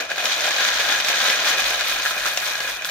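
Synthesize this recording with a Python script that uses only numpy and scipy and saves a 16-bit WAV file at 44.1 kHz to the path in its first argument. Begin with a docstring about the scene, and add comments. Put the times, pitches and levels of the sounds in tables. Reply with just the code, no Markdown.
"""Dried beans are shaken out of a plastic packet into a plastic bowl on a kitchen counter.
Beans landing on the heap are short pitched clicks; knocks ring the tuned modes of the bowl wall.
Sharp hits stand out as cracks, tones and knocks; the packet rustles as coloured fine crinkles.
Underneath lie a low filtered-noise rumble and a narrow hum that wavers in level and pitch."""
import sys
import numpy as np
from scipy import signal
from scipy.fft import rfft, irfft, next_fast_len
from scipy.io import wavfile

SR = 44100
rng = np.random.default_rng(int(sys.argv[2]) if len(sys.argv) > 2 else 0)


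def voltage_ratio(level):
    """Linear amplitude factor for a level in decibels (scalar or array-like)."""
    return 10 ** (np.asarray(level, float) / 20)


def persist_wave(psi):
    """Save psi, clipped to +-1, as 16-bit WAV."""
    counts = np.round(np.clip(psi, -1, 1) * 32767).astype(np.int16)
    wavfile.write(sys.argv[1], SR, np.atleast_2d(counts).T)


N = 127890

# Low rumble of the room, spectrum: pitch_hz [Hz], density_db [dB per Hz]
RUMBLE_SPECTRUM = [(33, -37), (56, 13), (124, 14.5), (177, 19), (231, -73), (330, 0), (430, -20),
                   (730, -120)]
# Level curve of the hum, before its random wavering: start_s [s], level_db [dB]
HUM_LEVEL = [(0.0, -70), (0.04, -65), (0.25, -76), (0.44, -64), (0.64, -75), (0.73, -54), (1.56, -65),
             (1.68, -56), (2.17, -60), (2.21, -61.5), (2.5, -55.5), (2.71, -67), (2.75, -58), (2.9, -76)]
# Rustle of the packet film, spectrum: pitch_hz [Hz], density_db [dB per Hz]
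PACKET_SPECTRUM = [(4410, -33), (7500, -3), (10100, -2.5), (13900, 2.5), (15700, -7.5), (16400, -29)]
# Modes of the bowl wall, relative strengths: pitch_hz [Hz], level_db [dB]
BOWL_MODES = [(170, -20), (260, -44), (345, -41), (430, -21), (550, -2), (620, -0.5), (705, 0.5), (790, -8),
              (1037, -5), (1170, -5.5), (1300, -7.5), (1440, -2), (1645, -1.5), (1740, -6.5), (1900, -10),
              (2000, -10.5), (2450, 1), (2630, -7), (2990, -7)]
# Beans landing on the bare wall ring its hollow middle modes more: start_s [s], boost_db [dB]
HOLLOW_BOOST = [(0.0, -0.5), (0.3, -2), (0.42, 0.5), (0.55, 1.5), (0.65, 7), (0.8, 2.5), (0.95, 3.5),
                (1.1, -1), (1.3, 3), (1.5, -1), (1.8, 0.5), (2.3, 1), (2.9, 1.5)]
# Clicks of beans on the heap, spectrum: pitch_hz [Hz], density_db [dB per Hz]
HEAP_SPECTRUM = [(470, -40), (800, -0.5), (900, -5.5), (1600, 0.5), (2100, -2), (2750, -6.5), (3200, -2),
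                 (3600, -0.5), (4300, -4), (4800, -7.5), (5600, -7), (6700, -7), (7800, -22), (9000, -17.5),
                 (11700, -69), (19800, -120)]
# Crack of a sharp hit, spectrum: pitch_hz [Hz], density_db [dB per Hz]
CRACK_SPECTRUM = [(500, -30), (1500, -11), (3300, 0), (6900, -2), (8200, -17), (12000, -23), (16000, -27)]
# Sharp hits of beans, each one or several close-set rows, before the common trim:
# start_s [s], level_db [dB], pitch_hz [Hz], crack_db [dB re the tone]
SHARP_HITS = [(0.0058, -9, 1430, -0.5), (0.0934, -12, 1440, -9), (0.1024, -11, 1610, -9),
              (0.116, -3.5, 1620, -9), (0.159, -13, 1590, -2), (0.179, -5, 1590, -9), (0.2548, -7, 3700, 7),
              (0.406, -8.5, 1630, 5), (0.4652, -9, 3700, 2), (0.5082, -5, 1730, -2), (0.649, -6, 3870, -10),
              (0.9233, -3.5, 1700, -4), (0.9784, -6, 3500, -14), (1.0012, 2.5, 3850, -7.5),
              (1.0461, -9.5, 2040, 4), (1.0845, -4, 2460, 1), (1.2876, -0.5, 3460, -12),
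              (1.2998, 0, 2220, 1), (1.5824, -1.5, 3720, -6), (1.642, -0.5, 3380, -10),
              (1.809, -0.5, 4200, -3.5), (1.8396, -13, 2380, -10), (1.9225, -5, 2430, -11),
              (2.021, -18, 2590, 10.5), (2.052, -4, 1680, -10), (2.0593, 3, 1700, -22),
              (2.063, -6, 1340, -15), (2.1086, -7, 1310, -13), (2.2565, -4.5, 1330, -18),
              (2.266, -3, 1350, -21), (2.275, -5, 1690, -15), (2.3732, -0.5, 6200, 0),
              (2.3744, -4, 3400, -9.5), (2.4641, -5, 3900, -2), (2.5536, -5.5, 1620, -1),
              (2.6037, -4, 4240, -4), (2.6048, -7, 3020, -10), (2.607, -8.5, 2040, -18),
              (2.615, -13, 3800, -4), (2.6773, -17, 1440, 5), (2.821, -7.5, 2350, -5.5),
              (2.8466, 0, 3370, -5), (2.8518, -9, 1520, -14), (2.8895, -13, 1700, 3)]
# The pouring stream, before the layer trims:
# start_s [s], heap_db [dB], bowl_db [dB re heap], packet_db [dB re heap]
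STREAM_LEVELS = [(0.0, -29.5, 5.5, -14), (0.08, -41, 1.5, -23), (0.109, -31, 1.5, -17.5),
                 (0.149, -39, 2, -17), (0.177, -28.5, -1.5, -17), (0.23, -31, 1.5, -17),
                 (0.257, -25.5, -0.5, -14), (0.288, -26.5, -2.5, -18), (0.334, -23.5, -7, -20.5),
                 (0.389, -29.5, 1, -16.5), (0.44, -25.5, -5, -18), (0.475, -26, 0, -18.5),
                 (0.53, -26.5, -4.5, -20), (0.58, -23, -3, -20), (0.675, -23, -7, -17.5),
                 (0.73, -25.5, -4, -19), (0.78, -26.5, -2.5, -18), (0.81, -23, -2, -19),
                 (0.83, -26, -3, -17), (0.894, -22, -2.5, -19), (1.037, -27.5, -4, -19),
                 (1.095, -21.5, -4, -16), (1.136, -25, -1, -19.5), (1.305, -22, -4.5, -17.5),
                 (1.344, -24, -3.5, -19.5), (1.416, -25.5, -1, -19.5), (1.494, -20, -5.5, -15.5),
                 (1.559, -26.5, 0, -20), (1.596, -24.5, 0.5, -15.5), (1.631, -28, 0, -18),
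                 (1.653, -24, -3.5, -16), (1.702, -24, -1, -16), (1.772, -28.5, -1.5, -16),
                 (1.804, -27.5, -0.5, -15), (1.839, -27.5, -2.5, -17), (1.881, -24.5, -6, -14),
                 (2.001, -30, 1, -15.5), (2.068, -25.5, -6.5, -11.5), (2.15, -32, 2.5, -13),
                 (2.214, -29, 0, -14.5), (2.268, -26, -3.5, -12.5), (2.355, -32.5, 0.5, -11.5),
                 (2.475, -27.5, -3, -13.5), (2.581, -32.5, -0.5, -15), (2.612, -31, -2.5, -14),
                 (2.668, -33.5, 5.5, -11), (2.703, -29.5, -2, -12.5), (2.789, -39, 4, -13),
                 (2.833, -40, 6, -14), (2.857, -34, -2.5, -6), (2.899, -33, 5, -14)]

# Room
RUMBLE_DB, RUMBLE_SIDE_DB = -60.5, -10  # the side is relative to the mid
HUM_HZ, HUM_WIDTH_HZ = 42, 3.7  # centre and spread of the wandering pitch
KITCHEN_T60_S, KITCHEN_DB, WALL_CUT_HZ = 0.15, -5.5, 6200

# Pouring: mean impact rates, spreads of impact size, layer trims
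SPOTS = 16  # landing places
CLUMP_DB, CLUMP_HZ = 1.26, 39.9  # spread and rate of the swings in density
CRINKLES_PER_S, CRINKLE_SPREAD_DB, PACKET_TRIM_DB = 4000, 3.5, 2.2
KNOCKS_PER_S, KNOCK_SPREAD_DB, BOWL_TRIM_DB = 1200, 2.0, 1
BEANS_PER_S, SIZE_SPREAD_DB, HEAP_TRIM_DB = 3500, 2, 1.31
BEAN_CYCLES, BEAN_LOW_HZ, BEAN_HIGH_HZ = 5.9, 898, 10160  # cycles to fall by 60 dB

# Bowl wall
BOWL_T60_S, TRIPLET_SPLIT = 0.04, 0.009  # split as a fraction of the mode pitch
HOLLOW_FROM_HZ, HOLLOW_TO_HZ = 1400, 2100
FILL_DB_PER_S, FILL_FROM_HZ, FILL_BELOW_HZ = -1.5, 300, 900  # the deepening heap damps the low modes

# Sharp hits
HIT_TRIM_DB, HIT_KNOCK_DB = -3, -28
TONE_CYCLES, TONE_RISE_S = 20.0, 0.0006  # cycles to fall by 60 dB
CRACK_T60_S, CRACK_RISE_S = 0.012, 0.0008

# Path to the microphone
SCATTER_T60_S, SCATTER_FROM_HZ = 0.023, 1970
SCATTER_DB, HIT_SCATTER_DB = 5, -9
LEFT_LAG_S, LAG_SPREAD_S = -0.000045, 0.00004  # left behind right; negative is ahead
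LEFT_DB = 0.45  # left is raised and right lowered by this
LOW_CUT_HZ = 213  # low cut of the microphone on the pouring sounds, without the room tone
TOP_HZ = 16560


def rms_one(x):
    """Scale to rms 1."""
    return x / np.sqrt(np.mean(x ** 2) + 1e-20)


def in_time(rows):
    """Draw the columns of a curve table sample by sample."""
    start_s, *columns = np.transpose(rows)
    return [np.interp(np.arange(N) / SR, start_s, column) for column in columns]


def colour(x, spectrum):
    """Filter causally (minimum phase) to the given spectrum, by folding its cepstrum."""
    size = 8192
    hz, db = np.transpose(spectrum)
    bins_hz = np.arange(size // 2 + 1) * SR / size
    log_gain = np.interp(np.log(bins_hz + 1), np.log(hz), db) * np.log(10) / 20
    cepstrum = irfft(log_gain)
    cepstrum[1:size // 2] *= 2
    cepstrum[size // 2 + 1:] = 0
    impulse = irfft(np.exp(rfft(cepstrum)))
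    filtered = signal.fftconvolve(np.atleast_2d(x), impulse[None], axes=1)
    return filtered[:, :np.shape(x)[-1]].reshape(np.shape(x))


def drift(rate_hz):
    """Slow random wandering with spread 1: noise through a double one-pole low-pass."""
    r = np.exp(-2 * np.pi * rate_hz / SR)
    slow = signal.lfilter([1], [1, -2 * r, r * r], rng.standard_normal(N + SR))[SR:]
    return rms_one(slow - slow.mean())


def ring(impacts, hz, t60_s):
    """Damped resonator: a unit impact sets a sine of height 1 ringing."""
    r, w = voltage_ratio(-60 / (t60_s * SR)), 2 * np.pi * hz / SR
    return signal.lfilter([0, np.sin(w)], [1, -2 * r * np.cos(w), r * r], impacts + 1e-18)


def random_impacts(per_s, spread_db, clump):
    """Chance impacts of uneven size and either sign, denser in clumps."""
    sizes = voltage_ratio(spread_db * np.minimum(rng.exponential(1, N), 5)) * rng.choice([-1, 1], N)
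    return sizes * (rng.random(N) < per_s * clump / SR)


def deal_to_spots(impacts):
    """Send each impact to one landing spot picked by chance."""
    return impacts * (rng.integers(0, SPOTS, N) == np.arange(SPOTS)[:, None])


def dying_noise(t60_s, size):
    """Two unrelated bursts of noise dying exponentially, unit energy each."""
    burst = rng.standard_normal((2, size)) * voltage_ratio(-60 * np.arange(size) / SR / t60_s)
    return burst / np.sqrt(np.sum(burst ** 2, axis=1, keepdims=True))


def room_tone():
    """Low coloured rumble and a sine hum wavering in level and pitch, nearly alike on both sides."""
    noise = rng.standard_normal((2, N))
    mid, side = rms_one(colour(noise, RUMBLE_SPECTRUM)) * voltage_ratio(RUMBLE_DB)
    hum_db = in_time(HUM_LEVEL)[0] + 4.2 * drift(3.4)
    turns = np.cumsum(HUM_HZ + HUM_WIDTH_HZ * drift(3.2)) / SR
    hum = voltage_ratio(hum_db) * np.sqrt(2) * np.sin(2 * np.pi * turns)
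    return mid + hum + voltage_ratio(RUMBLE_SIDE_DB) * side * [[1], [-1]]


def kitchen(x):
    """Room reverb: a dull dying tail, other on each side, starting 5 ms late."""
    walls = signal.lfilter(*signal.butter(1, WALL_CUT_HZ, fs=SR), dying_noise(KITCHEN_T60_S, SR // 2))
    walls = np.pad(walls, ((0, 0), (SR // 200, 0)))
    return voltage_ratio(KITCHEN_DB) * signal.fftconvolve(x[None], walls, axes=1)[:, :N]


def to_microphone(x, scatter_db, lag_spread_s):
    """Direct sound with a small lag between sides, and treble scattered by the bowl, other on each side."""
    lag = (LEFT_LAG_S + lag_spread_s * rng.standard_normal()) * SR
    size = next_fast_len(N + 2000)
    # half the lag on each side, as opposite phase turns
    turn = np.exp(-1j * np.pi * lag * np.arange(size // 2 + 1) / size)
    direct = irfft(rfft(x, size) * [turn, turn.conj()], size)[:, :N]
    treble = signal.butter(2, SCATTER_FROM_HZ, "high", fs=SR)
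    scatter = signal.lfilter(*treble, dying_noise(SCATTER_T60_S, 1500))
    return direct + voltage_ratio(scatter_db) * signal.fftconvolve(x[None], scatter, axes=1)[:, :N]


def packet(clump):
    """Thin plastic film rustles as many fine crinkles, coloured by a filter."""
    crinkles = random_impacts(CRINKLES_PER_S, CRINKLE_SPREAD_DB, clump)
    return rms_one(colour(deal_to_spots(crinkles), PACKET_SPECTRUM)) / np.sqrt(SPOTS)


def bowl(knocks):
    """Knocks strike each wall mode at random strength; each is a close triplet radiating from different spots."""
    out = np.zeros((SPOTS, N))
    hollow_db, = in_time(HOLLOW_BOOST)
    fill_db = FILL_DB_PER_S * np.arange(N) / SR
    for k, (hz, db) in enumerate(BOWL_MODES):
        level_db = db + (FILL_FROM_HZ < hz < FILL_BELOW_HZ) * fill_db
        level_db = level_db + (HOLLOW_FROM_HZ < hz < HOLLOW_TO_HZ) * hollow_db
        for part in range(3):
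            strikes = knocks * voltage_ratio(level_db) * rng.standard_normal(N)
            part_hz = hz * (1 + TRIPLET_SPLIT * (part - 1))
            out[(k + 3 * part) % SPOTS] += ring(strikes, part_hz, BOWL_T60_S)
    return out


def sharp_hits():
    """Each row is a short noise crack plus a decaying tone; also returns the knocks on the wall."""
    out, knocks, t = np.zeros(N + SR), np.zeros(N), np.arange(SR // 20) / SR
    crack_shape = (1 - np.exp(-t / CRACK_RISE_S)) * voltage_ratio(-60 * t / CRACK_T60_S)
    cracks = colour(rng.standard_normal((len(SHARP_HITS), len(t))) * crack_shape, CRACK_SPECTRUM)
    for (start_s, db, hz, crack_db), crack in zip(SHARP_HITS, cracks):
        i = int(start_s * SR)
        tone_shape = (1 - np.exp(-t / TONE_RISE_S)) * voltage_ratio(-60 * t * hz / TONE_CYCLES)
        tone = tone_shape * np.sin(2 * np.pi * hz * t)
        crack = voltage_ratio(crack_db) * crack / np.abs(crack).max()
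        out[i:i + len(t)] += voltage_ratio(db + HIT_TRIM_DB) * (crack + tone)
        knocks[i] = voltage_ratio(db + HIT_TRIM_DB + HIT_KNOCK_DB)
    return out[:N], knocks


def heap(clump):
    """Beans click on the heap, each at one of 30 pitches, a few cycles long, at any one of the spots."""
    falls = deal_to_spots(random_impacts(BEANS_PER_S, SIZE_SPREAD_DB, clump))
    dealt = rng.integers(0, 30, N)
    out = np.zeros((SPOTS, N))
    for k, hz in enumerate(np.geomspace(BEAN_LOW_HZ, BEAN_HIGH_HZ, 30)):
        out += hz * ring(falls * (dealt == k), hz, BEAN_CYCLES / hz)
    return rms_one(colour(out, HEAP_SPECTRUM)) / np.sqrt(SPOTS)


def scene():
    """Mix many landing spots, each with its own path to the microphone, over the room tone."""
    heap_db, bowl_db, packet_db = in_time(STREAM_LEVELS)
    clump = voltage_ratio(CLUMP_DB * drift(CLUMP_HZ))
    hits, hit_knocks = sharp_hits()
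    stream_knocks = random_impacts(KNOCKS_PER_S, KNOCK_SPREAD_DB, clump)
    wall = rms_one(bowl(stream_knocks)) / np.sqrt(SPOTS)

    spots = voltage_ratio(heap_db + packet_db + PACKET_TRIM_DB) * packet(clump)
    spots += voltage_ratio(heap_db + bowl_db + BOWL_TRIM_DB) * wall
    spots += bowl(hit_knocks)
    spots += voltage_ratio(heap_db + HEAP_TRIM_DB) * heap(clump)

    near = to_microphone(hits, HIT_SCATTER_DB, 0) + kitchen(hits)
    for x in spots:
        near += to_microphone(x, SCATTER_DB, LAG_SPREAD_S) + kitchen(x)
    near = signal.sosfilt(signal.butter(3, LOW_CUT_HZ, "high", fs=SR, output="sos"), near)
    return near * voltage_ratio(np.array([[LEFT_DB], [-LEFT_DB]]) - 3.5) + room_tone()


def band_limit(x):
    """A steep low-pass at the top of the band."""
    return signal.sosfilt(signal.butter(12, 16510, fs=SR, output="sos"), x)


def record(dry):
    """Cut the extreme top steeply and finish the mix."""
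    top_cut = signal.cheby2(20, 60, TOP_HZ, fs=SR, output="sos")
    mix = signal.sosfilt(top_cut, dry)
    return band_limit(mix)


dry = scene()
out = record(dry)
persist_wave(out)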